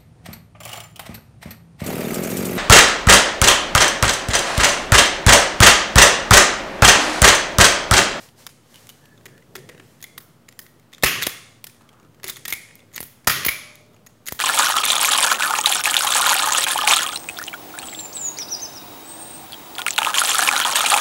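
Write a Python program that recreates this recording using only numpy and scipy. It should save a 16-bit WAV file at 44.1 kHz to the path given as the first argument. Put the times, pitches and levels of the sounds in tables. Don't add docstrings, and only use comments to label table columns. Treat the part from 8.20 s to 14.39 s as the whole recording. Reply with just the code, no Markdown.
import sys
import numpy as np
from scipy import signal
from scipy.io import wavfile
from scipy.ndimage import uniform_filter1d

SR = 44100
rng = np.random.default_rng(int(sys.argv[2]) if len(sys.argv) > 2 else 0)


def convert_level_to_amplitude(level_db):
    exponent = np.asarray(level_db, float) / 20
    return 10 ** exponent


def master(y):
    cut = np.clip(np.atleast_2d(y).T, -1, 1)
    pcm = np.round(cut * 32767)
    wavfile.write(sys.argv[1], SR, pcm.astype(np.int16))


N = 272979

# (frequency [Hz], density [dB per Hz])
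HUM_COLOUR = [(15, -62), (25, -37.5), (53, -28.5), (123, -0.5), (170, -8), (591, -14.5), (714, -18.5),
              (1290, -20.5), (2410, -29), (3250, -28), (3820, -30.5), (6740, -35), (16000, -36.5)]
# (peak time [s], level [dB], rise [s], fall [s])
RUMBLE_SWELLS = [
    (1.15, -49, 0.38, 0.12),
    (1.4, -44.5, 0.17, 0.37),
    (2.0, -53, 0.16, 0.33),
    (2.9, -32.5, 0.046, 0.19),
    (4.0, -53, 0.61, 0.75),
    (4.6, -62, 0.38, .3),
    (5.15, -35.5, 0.035, 0.17),
    (5.7, -54.5, 0.26, 0.29),
]
# (frequency [Hz], density [dB per Hz])
RUMBLE_COLOUR = [(40, -37), (75, -14.5), (130, 5.5), (250, -6.5), (420, -3), (650, -11.5), (1500, -36.5)]
# (peak time [s], level [dB], rise [s], fall [s])
RUSTLE_STROKES = [
    (.03, -47.5, 0.13, 0.073),
    (.2, -49.5, 0.032, 0.093),
    (.56, -52.5, 0.096, 0.29),
    (1.0, -66, 0.4, 0.29),
    (1.4, -66, 0.27, 0.14),
    (1.7, -59, 0.21, 0.18),
]
# (frequency [Hz], density [dB per Hz])
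CLOTH_COLOUR = [(290, -19), (500, -4.5), (1460, -12), (1820, -8), (2500, -13.5), (5710, -11.5),
                (14000, -17.5), (16000, -23)]
# (start [s], end [s], pitch [Hz], bandwidth [Hz], level [dB])
SQUEAKS = [
    (0.545, 0.585, 2980, 121, -56),
    (0.704, 0.855, 3000, 90, -70),
    (0.814, 0.957, 1723, 45, -59.5),
    (1.087, 1.207, 1710, 121, -60.5),
    (3.603, 3.88, 1280, 304, -59.5),
]

# (frequency [Hz], t60 [s])
HALL_T60 = [(100, 0.28), (300, 1), (900, 0.87), (2200, 0.69), (5000, 0.78), (8300, 0.8), (12000, 0.36),
            (16000, 0.3)]
# (frequency [Hz], level [dB])
HALL_TONE = [(100, -6.5), (500, -17.5), (900, -7.5), (1250, -9), (2500, -4.5), (5000, -1), (7200, -1),
             (10000, 0), (16000, 0.5)]
# (delay [s], level [dB])
ECHOES = [
    (.0075, -11),
    (0.01, -23.5),
    (0.0247, -13),
    (.033, -17),
]
# (frequency [Hz], level [dB])
POP_AIR = [(1500, -7.5), (6000, -3.5), (9000, -5), (12000, 2), (15500, 8.5)]
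# (frequency [Hz], level [dB])
HAND_SHADE = [(550, -1.5), (820, -4.5), (1050, 4.5), (6900, -2), (7700, -9), (8400, -10.5), (9600, -7),
              (11200, 3)]

MACHINE_HZ = {"bed": 145, "plate": 280, "frame": 375, "rail": 490, "post": 602, "cover": 560, "lid": 770}
GUN_HZ = {"grip": 1280, "barrel": 1870, "shell": 2170, "cheek": 2290, "lever": 3400, "nose": 2650, "spring":
          6680, "jaw": 2120, "knuckle": 2960, "sear": 7250, "blade": 10250, "pin": 12800, "pawl": 14050,
          "tooth": 15200}
RING_T60 = {"lid": 0.019, "bed": 0.94, "plate": 0.027, "frame": 0.2, "rail": 0.12, "post": 2, "cover":
            0.015, "grip": 0.012, "barrel": 0.033, "shell": 0.082, "cheek": 0.025, "lever": 0.046, "nose":
            .025, "spring": 0.039, "blade": 0.058, "pin": 0.028, "pawl": 0.054, "tooth": 0.033, "sear": .03,
            "knuckle": .05, "jaw": 0.021}
RING_HALL_DB = {"lid": -14, "bed": -10, "plate": -9, "frame": -11, "rail": -13, "post": -8, "cover": -15,
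                "grip": -9, "barrel": -9, "shell": -13.5, "cheek": -8, "lever": -14, "nose": -9, "spring":
                -26, "blade": -13, "pin": -26, "pawl": -23, "tooth": -26, "sear": -15.5, "knuckle": -20,
                "jaw": -9}
# (time [s], part struck, level [dB])
MACHINE_RINGS = [(1.062, "frame", -47), (1.355, "frame", -36), (1.356, "cover", -35), (1.493, "rail", -39),
                 (1.5, "bed", -53), (1.548, "rail", -46), (1.598, "frame", -47), (2.8342, "cover", -7),
                 (2.836, "lid", -17), (2.837, "bed", -36), (2.842, "frame", -25), (3.0697, "lid", -16),
                 (4.044, "frame", -37.5), (4.592, "cover", -40), (5.072, "rail", -28), (5.072, "lid", -11),
                 (5.073, "plate", -28), (5.074, "cover", -14), (5.075, "bed", -36), (5.285, "post", -51)]
# (time [s], part struck, level [dB])
GUN_RINGS = [(.692, "knuckle", -38), (1.355, "barrel", -35), (1.363, "lever", -42.5),
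             (1.493, "barrel", -37), (1.8254, "spring", -32), (1.84, "lever", -38), (1.843, "jaw", -28),
             (1.9785, "grip", -29), (2.2876, "sear", -44), (2.3915, "barrel", -38), (2.837, "nose", -13),
             (2.8377, "barrel", -7), (2.841, "grip", -13), (3.036, "lever", -25), (3.068, "jaw", -16),
             (3.069, "blade", -30), (3.084, "pawl", -30), (3.608, "spring", -63), (3.798, "spring", -59),
             (4.047, "blade", -40), (4.066, "spring", -39.5), (4.079, "tooth", -30), (4.097, "tooth", -26),
             (4.097, "pin", -22), (4.167, "pawl", -43), (4.253, "lever", -30), (4.253, "grip", -31),
             (4.254, "barrel", -23), (4.281, "pawl", -34), (4.293, "pawl", -32), (4.301, "pawl", -25),
             (4.325, "shell", -19), (4.326, "sear", -29), (4.326, "blade", -31), (4.335, "cheek", -25),
             (4.744, "spring", -36), (5.073, "barrel", -12), (5.073, "grip", -13), (5.251, "pin", -21),
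             (5.262, "blade", -19.5), (5.263, "pin", -22), (5.264, "blade", -21), (5.265, "tooth", -10.5),
             (5.268, "pawl", -24), (5.2836, "shell", -13), (5.289, "cheek", -12), (5.296, "blade", -29),
             (5.3, "pawl", -32), (5.319, "cheek", -25), (5.348, "shell", -29), (5.745, "spring", -58.5),
             (5.866, "grip", -45), (5.866, "pawl", -48), (5.867, "spring", -41), (6.058, "spring", -45),
             (6.073, "spring", -27), (6.085, "barrel", -26.5), (6.123, "tooth", -29), (6.123, "grip", -40)]
# (time [s], peak level [dB], pitch [Hz], length [ms])
KNOCKS = [(1.056, -47, 250, 5), (1.355, -33, 303, 1.6), (1.976, -45, 200, 3.7), (2.392, -44, 200, 8.8),
          (2.834, -9, 172, 6.9), (2.841, -14, 100, 6.5), (3.0697, -10, 210, 1.13), (4.042, -30.5, 300, 3.2),
          (4.098, -64, 200, 5.5), (4.325, -28, 250, 5.9), (4.805, -22, 200, 1.9), (4.828, -31, 220, 4.8),
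          (5.073, -18.5, 130.4, 11), (5.076, -10.5, 80, 11), (5.264, -15, 142, 9.5), (5.288, -21, 251, 2.4),
          (6.1231, -17, 200, 2.1)]

# (frequency [Hz], level [dB])
BODY_COLOUR = [(400, -38.5), (800, -18.5), (1100, -1.5), (1500, -10.5), (2000, -0.5), (2800, 2),
               (3200, -0.5), (5000, -56.5)]
# (frequency [Hz], level [dB])
CRACK_COLOUR = [(1800, -15.5), (2700, -10), (3400, -1.5), (5000, -5), (6700, -8), (8200, -9), (9300, -7.5),
                (12000, -31.5)]
# (frequency [Hz], level [dB])
BRIGHT_COLOUR = [(6000, -34), (8500, -11), (10000, 2), (12500, 4), (14500, 4), (15700, -0.5)]
# (frequency [Hz], bandwidth [Hz], level [dB])
GUN_MODES = [
    (3960, 650, -23),
    (6800, 1000, -3.5),
    (10850, 110, -24.5),
    (13300, 290, -13),
    (14400, 270, -16.5),
]
# (time [s], strength [dB], brightness [dB], body pitch [Hz])
FUMBLES = [(.087, -49.5, -8, 3180), (0.84, -58, -12, 1120), (0.855, -48.5, -3, 2820),
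           (0.9765, -55.5, -18, 3700), (1.01, -58, -12, 1740), (1.178, -50, -7, 1770),
           (1.223, -58.5, -23, 2030), (1.548, -55, -21, 1850), (1.578, -50, -14, 1870),
           (1.5982, -46, -21, 1890), (1.805, -50, -6, 1870), (2.4642, -46.5, -8, 2140),
           (2.5969, -53, -2, 2150), (3.497, -48.5, -8, 2340), (3.546, -55, -7, 1920),
           (3.609, -54.5, -19, 1120), (3.618, -53, -5, 1570), (3.6902, -48, -9, 3260),
           (3.729, -54, -11, 1230), (3.798, -54.5, -17, 1210), (3.848, -59, -21, 1335),
           (3.9456, -55.5, -10, 1164), (3.999, -54.5, -19, 1900), (4.508, -54.5, -27, 1960),
           (4.592, -52, -9, 2600), (4.729, -52, 5, 1713), (5.045, -47, -6, 2220), (5.662, -61, 6, 1720),
           (5.743, -56.5, -10.5, 1270), (5.764, -55, -10, 2740)]
# (time [s], strength [dB], brightness [dB], body pitch [Hz])
TICKS = [(1.527, -58, -23, 1980), (2.284, -53, -20, 2030), (2.456, -60, -17, 1960), (2.627, -66, -12, 2500),
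         (2.72, -55, -6, 2010), (2.797, -57, 0, 2500), (2.9149, -31, -18, 2850), (3.293, -66, 20, 2500),
         (3.736, -59, -7, 2600), (3.829, -58, -6, 2400), (4.487, -51.5, -14, 1900), (4.716, -57, -12, 2050),
         (5.61, -63, 12.5, 2200), (5.734, -59, -4.5, 3490)]
# (time [s], strength [dB], brightness [dB], rattle length [ms])
LATCH = [
    (.2663, -28, 0.5, 3),
    (.272, -36.5, -2, 1.1),
    (.543, -45, 0, 2.3),
    (.558, -42, -5, 1.2),
    (.6916, -37.5, 7, 3.8),
    (.698, -37.5, -3, 8),
]
# (time [s], strength [dB], brightness [dB], rattle length [ms])
FEEDING = [(.6705, -43, 6, 1.2), (1.0558, -35.5, -5, 9), (1.062, -44.5, -11, 1.9), (1.0649, -41.5, -2, 3.4),
           (1.3533, -28.5, -4.5, 8.4), (1.3633, -34, 1, 6.4), (1.4898, -36.5, -11, 9.3),
           (1.497, -47, -13, 2.9), (1.8253, -34, 9, 7.4), (1.8411, -31.5, 4, 2.4),
           (2.2876, -38.5, -1.5, 3.7), (2.3253, -47.5, -2.5, 2.7), (2.7289, -41.5, -11.5, 8.1),
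           (2.7817, -44, -7.5, 4.6), (3.0165, -28, -5.5, 8.6), (3.0238, -19, -9, 2.5),
           (3.0275, -22, 15.5, 11), (3.0667, -16.5, 6, 5.4), (3.0702, -19, 6, 3)]
# (time [s], strength [dB], brightness [dB], rattle length [ms])
PUMPING = [(4.0325, -35, -2, 3.8), (4.042, -25, 3.5, 3.5), (4.046, -32, 5, 1.8), (4.053, -38, -7, 9.6),
           (4.065, -35, -3, 4.7), (4.0795, -28.5, 15.5, 5.3), (4.0851, -25, -4, 15), (4.1665, -33, 0, 9.3),
           (4.253, -29, -2, 0.99), (4.255, -25.5, 3, 4.1), (4.28, -23, 9, 6.2), (4.2918, -30.5, -1, 8.7),
           (4.303, -27, 4, 11), (4.3245, -18.5, 6.5, 4.2), (4.3346, -23, 12, 5), (4.5546, -46.5, 21.5, 2.1),
           (4.7358, -41.5, 0, 8.2), (4.747, -45.5, -4, 5.6), (4.764, -31, -1, 6.7), (4.7787, -27, -11, 3.8)]
# (time [s], strength [dB], brightness [dB], rattle length [ms])
NEXT_TIE = [
    (5.8634, -45, 7, 3.8),
    (5.869, -42.5, -1, 4.2),
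    (6.058, -43, 11, 2.2),
    (6.0661, -32, 7, 4.7),
    (6.0719, -27, 8, 13),
    (6.085, -22, 2, 3),
    (6.09, -31, 3, 2.5),
]
# (time [s], strength [dB], brightness [dB], rattle length [ms])
LINKAGE = [(1.815, -49, 14, 3.2), (2.7335, -40.5, -10, 5.6), (2.7421, -48.5, 0, 5.1),
           (2.7465, -43.5, -14, 4.9), (2.8248, -26, -1, 7.7), (3.0305, -26.5, -22, 1.2),
           (3.0355, -23, -13, 4.4), (4.0735, -32, -3, 4.9), (4.0959, -22, 4, 8.9),
           (4.1595, -38.5, -11, 3.4), (4.603, -53, -13, 4), (4.7554, -37.5, 0, 4.1), (4.7608, -27, 13, 4),
           (5.5549, -43.5, 6, 2.8)]
# (time [s], strength [dB], brightness [dB], rattle length
# [ms])
LATE_POPS = [
    (3.4419, -29, 7.5, 3.6),
    (3.4685, -34, 9, 5.6),
]
# (time [s], strength [dB], brightness [dB], rattle length [ms])
POPS = [(1.9785, -29, 2.6, 4.7), (1.985, -47, 29, 6), (2.3912, -30, 8.3, 4.1), (2.398, -45, 16, 9.6),
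        (3.0695, -23.5, 11, 3), (4.804, -31.5, 24, 3.5), (4.8105, -39.5, 32, 6), (4.8287, -31.5, 12, 3.7),
        (4.835, -43, 29, 7.6), (6.123, -25, 10, 3), (6.129, -47, 34, 6.6)]
# (time [s], strength [dB], brightness [dB], rattle length [ms])
RELEASE = [
    (5.2335, -31.5, -8.5, 2.5),
    (5.2483, -20.5, -2, 2.1),
    (5.2508, -15.5, 7, 5.8),
    (5.2628, -18.5, 1, 3),
    (5.2655, -18.5, 14.5, 5.2),
    (5.2833, -18.5, -3.5, 4.1),
    (5.288, -14.5, 6, 4.9),
    (5.2955, -40, 6, 2.8),
]
# (time [s], strength [dB], brightness [dB], rattle length [ms], body pitch [Hz])
SNAPS = [
    (2.8346, -6.5, -1, 11.3, 1880),
    (2.8375, -12, -12.5, 3.9, 2700),
    (2.8445, -13.5, 3.5, 5.8, 2260),
    (5.0715, -7.5, -0.5, 12, 1967),
    (5.0745, -9, 1, 2.9, 1420),
    (5.0815, -19.5, 14, 5.8, 1820),
    (5.0965, -20.5, 1, 3.5, 2900),
]


def evened(x):
    return x / np.sqrt(np.mean(x ** 2) + 1e-20)


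def read(points, hz):
    f, value = np.transpose(points)
    return np.interp(np.log(hz + 1), np.log(f + 1), value)


def add(mix, s, sound):
    part = mix[round(s * SR):][:len(sound)]
    part += sound[:len(part)]


def causal(points):
    log_gain = np.log(convert_level_to_amplitude(read(points, abs(np.fft.fftfreq(1024, 1 / SR)))))
    spectrum = np.exp(np.conj(signal.hilbert(log_gain)))
    h = np.fft.ifft(spectrum).real[:512]
    return h / np.linalg.norm(h)


def ring(t, hz, width_hz):
    h = np.exp(-np.pi * width_hz * t) * np.sin(2 * np.pi * hz * t)
    return h / np.linalg.norm(h)


def noise(points, level_db, patchy_db, size=512):
    frames = 4 * N // size + 5
    hz = np.fft.rfftfreq(size, 1 / SR)
    real, imag, patches = rng.standard_normal((frames, len(hz), 3)).T
    patches = uniform_filter1d(patches, size=16, axis=0)
    patches = evened(uniform_filter1d(patches, size=9, axis=1))
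    z = (real + 1j * imag) * convert_level_to_amplitude(read(points, hz)[:, None] + patchy_db * patches)
    sound = signal.istft(z, nperseg=size, noverlap=3 * size // 4)[1][:N]
    return convert_level_to_amplitude(level_db) * evened(sound)


def swells(rows, still_db):
    t = np.arange(N) / SR
    power = convert_level_to_amplitude(2 * still_db)
    for s, db, rise, fall in rows:
        power = power + convert_level_to_amplitude(2 * db) / np.cosh((t - s) / np.where(t < s, rise, fall) * 2) ** 2
    return 10 * np.log10(power)


def building_hum():
    t = np.arange(N) / SR
    mains = convert_level_to_amplitude(-62) * np.sin(2 * np.pi * 110 * t) + convert_level_to_amplitude(-63) * np.sin(2 * np.pi * 239 * t)
    return noise(HUM_COLOUR, -56, patchy_db=0.6, size=1024) + mains


def machine_rumble():
    level_db = swells(RUMBLE_SWELLS, still_db=-63.5) - 4.5
    return noise(RUMBLE_COLOUR, level_db, patchy_db=1.5, size=2048)


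def sleeve_rustle():
    return noise(CLOTH_COLOUR, swells(RUSTLE_STROKES, still_db=-90), patchy_db=0.5)


def far_squeaks():
    out = np.zeros(N)
    for t0, t1, hz, width_hz, db in SQUEAKS:
        t = np.arange(0, t1 - t0, 1 / SR)
        resonance = ring(np.arange(2000) / SR, hz, width_hz)
        tone = signal.fftconvolve(rng.standard_normal(SR // 2), resonance)[2000:][:len(t)]
        flutter = convert_level_to_amplitude(0.57 * np.sin(60 * t + hz))
        add(out, t0, convert_level_to_amplitude(db) * tone * signal.windows.hann(len(t)) ** 0.12 * flutter)
    return out


def hall():
    t, taps = np.arange(SR) / SR, rng.standard_normal((3, SR))
    hz, frame_t, z = signal.stft(taps, SR, nperseg=256)
    loss_db = 60 * frame_t / read(HALL_T60, hz)[:, None]
    bend_db = 20.5 * frame_t ** 2
    z = z * convert_level_to_amplitude(read(HALL_TONE, hz)[:, None] - loss_db - bend_db)
    tails = signal.istft(z, SR, nperseg=256)[1][:, :SR]
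    near = 0.45 * np.clip((t - 0.004) / 0.015, 0, 1)
    late = np.clip((t - 0.022) / 0.0033, 0, 1)
    tails *= near + late * (0.54 + 0.27 * np.exp(-abs(t - 0.024) / 0.008))
    early = np.zeros(SR)
    for s, db in ECHOES:
        early += convert_level_to_amplitude(db) * (t > s) * np.exp(-np.maximum(t - s, 0) / 0.00086) * taps[0]
    tails *= convert_level_to_amplitude(22 * uniform_filter1d(taps[:, ::-1], size=60) * np.exp(-t / 0.056))
    return tails / np.linalg.norm(tails[0]), early / 8


def ringing_parts():
    phase_depth_rad, size_depth = 0.37, 0.53
    out, far, t = np.zeros(N), np.zeros(N), np.arange(SR) / SR
    pitch, rows = {**MACHINE_HZ, **GUN_HZ}, MACHINE_RINGS + GUN_RINGS
    for (s, part, db), z in zip(rows, rng.standard_normal((len(rows), SR))):
        waver = evened(uniform_filter1d(z, size=120))
        swing = np.sin(2 * np.pi * pitch[part] * t + phase_depth_rad * waver)
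        swing *= np.minimum(1000 * t, 1)
        sound = convert_level_to_amplitude(db - 60 * t / RING_T60[part]) * (1 + size_depth * waver[::-1]) * swing
        add(out, s, sound)
        add(far, s, convert_level_to_amplitude(RING_HALL_DB[part]) * sound)
    return out, far


def trigger_knocks():
    out, t = np.zeros(N), np.arange(4000) / SR
    for s, db, hz, ms in KNOCKS:
        turns = hz * t * (0.5 + 5.34 * np.exp(-t / 0.0016))
        add(out, s, -convert_level_to_amplitude(db) * np.sin(2 * np.pi * turns) * np.exp(-1000 * t / max(ms, 1)))
    return signal.lfilter(*signal.butter(2, 70, "high", fs=SR), out)


def blows(rows, hz):
    return [(*row, hz * (1 + 0.006 * z)) for row, z in zip(rows, rng.standard_normal(len(rows)))]


def clicks(rows, hollow_db, modes_db):
    out, far, t = np.zeros(N), np.zeros((3, N)), np.arange(1000) / SR
    colours = np.array([causal(BODY_COLOUR), causal(CRACK_COLOUR), causal(BRIGHT_COLOUR)])
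    modes = np.array([convert_level_to_amplitude(db + modes_db) * ring(t[:512], hz, width_hz) for hz, width_hz, db in GUN_MODES])
    high = np.transpose(GUN_MODES)[0] > 9000
    draws = rng.standard_normal((len(rows), 4, len(t)))
    for k, (s, db, bright_db, ms, hz) in enumerate(rows):
        u = t / (max(ms, 0.5) / 1000)
        grain = convert_level_to_amplitude(13 * uniform_filter1d(draws[k, 3], size=24))
        shape = np.minimum(u / 0.044, 1) * np.exp(-1.1 * u ** 2) * grain
        paths = colours.copy()
        paths[0] += convert_level_to_amplitude(hollow_db) * ring(t[:512], hz, 300)
        struck = convert_level_to_amplitude(5.9 * draws[k, 3, :len(GUN_MODES), None]) * modes
        paths[1] += struck[~high].sum(0)
        paths[2] += struck[high].sum(0)
        layers = signal.fftconvolve(draws[k, :3] * shape, paths, axes=1)
        balance_db = np.array([-bright_db / 2, 1.08, bright_db / 2])
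        gains = convert_level_to_amplitude(db + balance_db) * np.sqrt(SR / 1000)
        add(out, s - 0.0003, gains / np.linalg.norm(layers, axis=1) @ layers)
        add(far[k % 3], s, gains @ (colours + 0.42 * (paths - colours)))
    return out, far


def small_clicks():
    taps = [(s, db, bright_db, 4.6, hz) for s, db, bright_db, hz in FUMBLES + TICKS]
    taps += blows(FEEDING + PUMPING + NEXT_TIE, 2040)
    taps += blows(LINKAGE, 3600) + blows(LATCH, 2980)
    return clicks(sorted(taps), hollow_db=8, modes_db=-4)


def scene():
    background = building_hum() + machine_rumble() + sleeve_rustle() + far_squeaks()
    tails, early = hall()
    ringing, ringing_far = ringing_parts()
    low = trigger_knocks()
    small, small_far = small_clicks()
    late_pops, late_pops_far = clicks(blows(LATE_POPS, 1900), hollow_db=12, modes_db=-10)
    pops, pops_far = clicks(blows(POPS, 1900), hollow_db=9.5, modes_db=-8.5)
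    back, back_far = clicks(blows(RELEASE, 2040), hollow_db=0, modes_db=-10)
    snaps, snaps_far = clicks(SNAPS, hollow_db=9, modes_db=-8)

    shade = causal(HAND_SHADE)
    back = signal.fftconvolve(back, shade)[:N]
    hard_far = convert_level_to_amplitude(-2) * snaps_far + convert_level_to_amplitude(-9) * back_far
    hard_far = signal.fftconvolve(hard_far, shade[None], axes=1)[:, :N]
    pops_far = signal.fftconvolve(pops_far, causal(POP_AIR)[None], axes=1)[:, :N]
    small += back + pops + late_pops
    small_far += convert_level_to_amplitude(1.5) * late_pops_far

    to_hall = convert_level_to_amplitude(-14.5) * small_far + convert_level_to_amplitude(-6.5) * pops_far + hard_far
    to_hall = to_hall + convert_level_to_amplitude(-14.5) * low + ringing_far
    wet = signal.fftconvolve(to_hall, tails, axes=1).sum(0)[:N]
    wet += signal.fftconvolve(small + convert_level_to_amplitude(8) * snaps, early)[:N]
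    return (background + wet + ringing + low + small + snaps)[None]


def band_limit(x):
    return signal.sosfilt(signal.butter(12, 16810, fs=SR, output="sos"), x)


def record(dry):
    x = 0.9 * np.tanh(dry / 0.9)
    x = signal.sosfilt(signal.butter(2, 42, "high", fs=SR, output="sos"), x)
    steep = signal.firwin(511, 15850, window=("kaiser", 8), fs=SR)
    cut = signal.oaconvolve(x, steep[None], "same")
    leak = convert_level_to_amplitude(-34) * signal.oaconvolve(x - cut, signal.firwin(255, 16700, fs=SR)[None], "same")
    return band_limit(cut + leak - 0.0006)


dry = scene()
out = record(dry)
master(out)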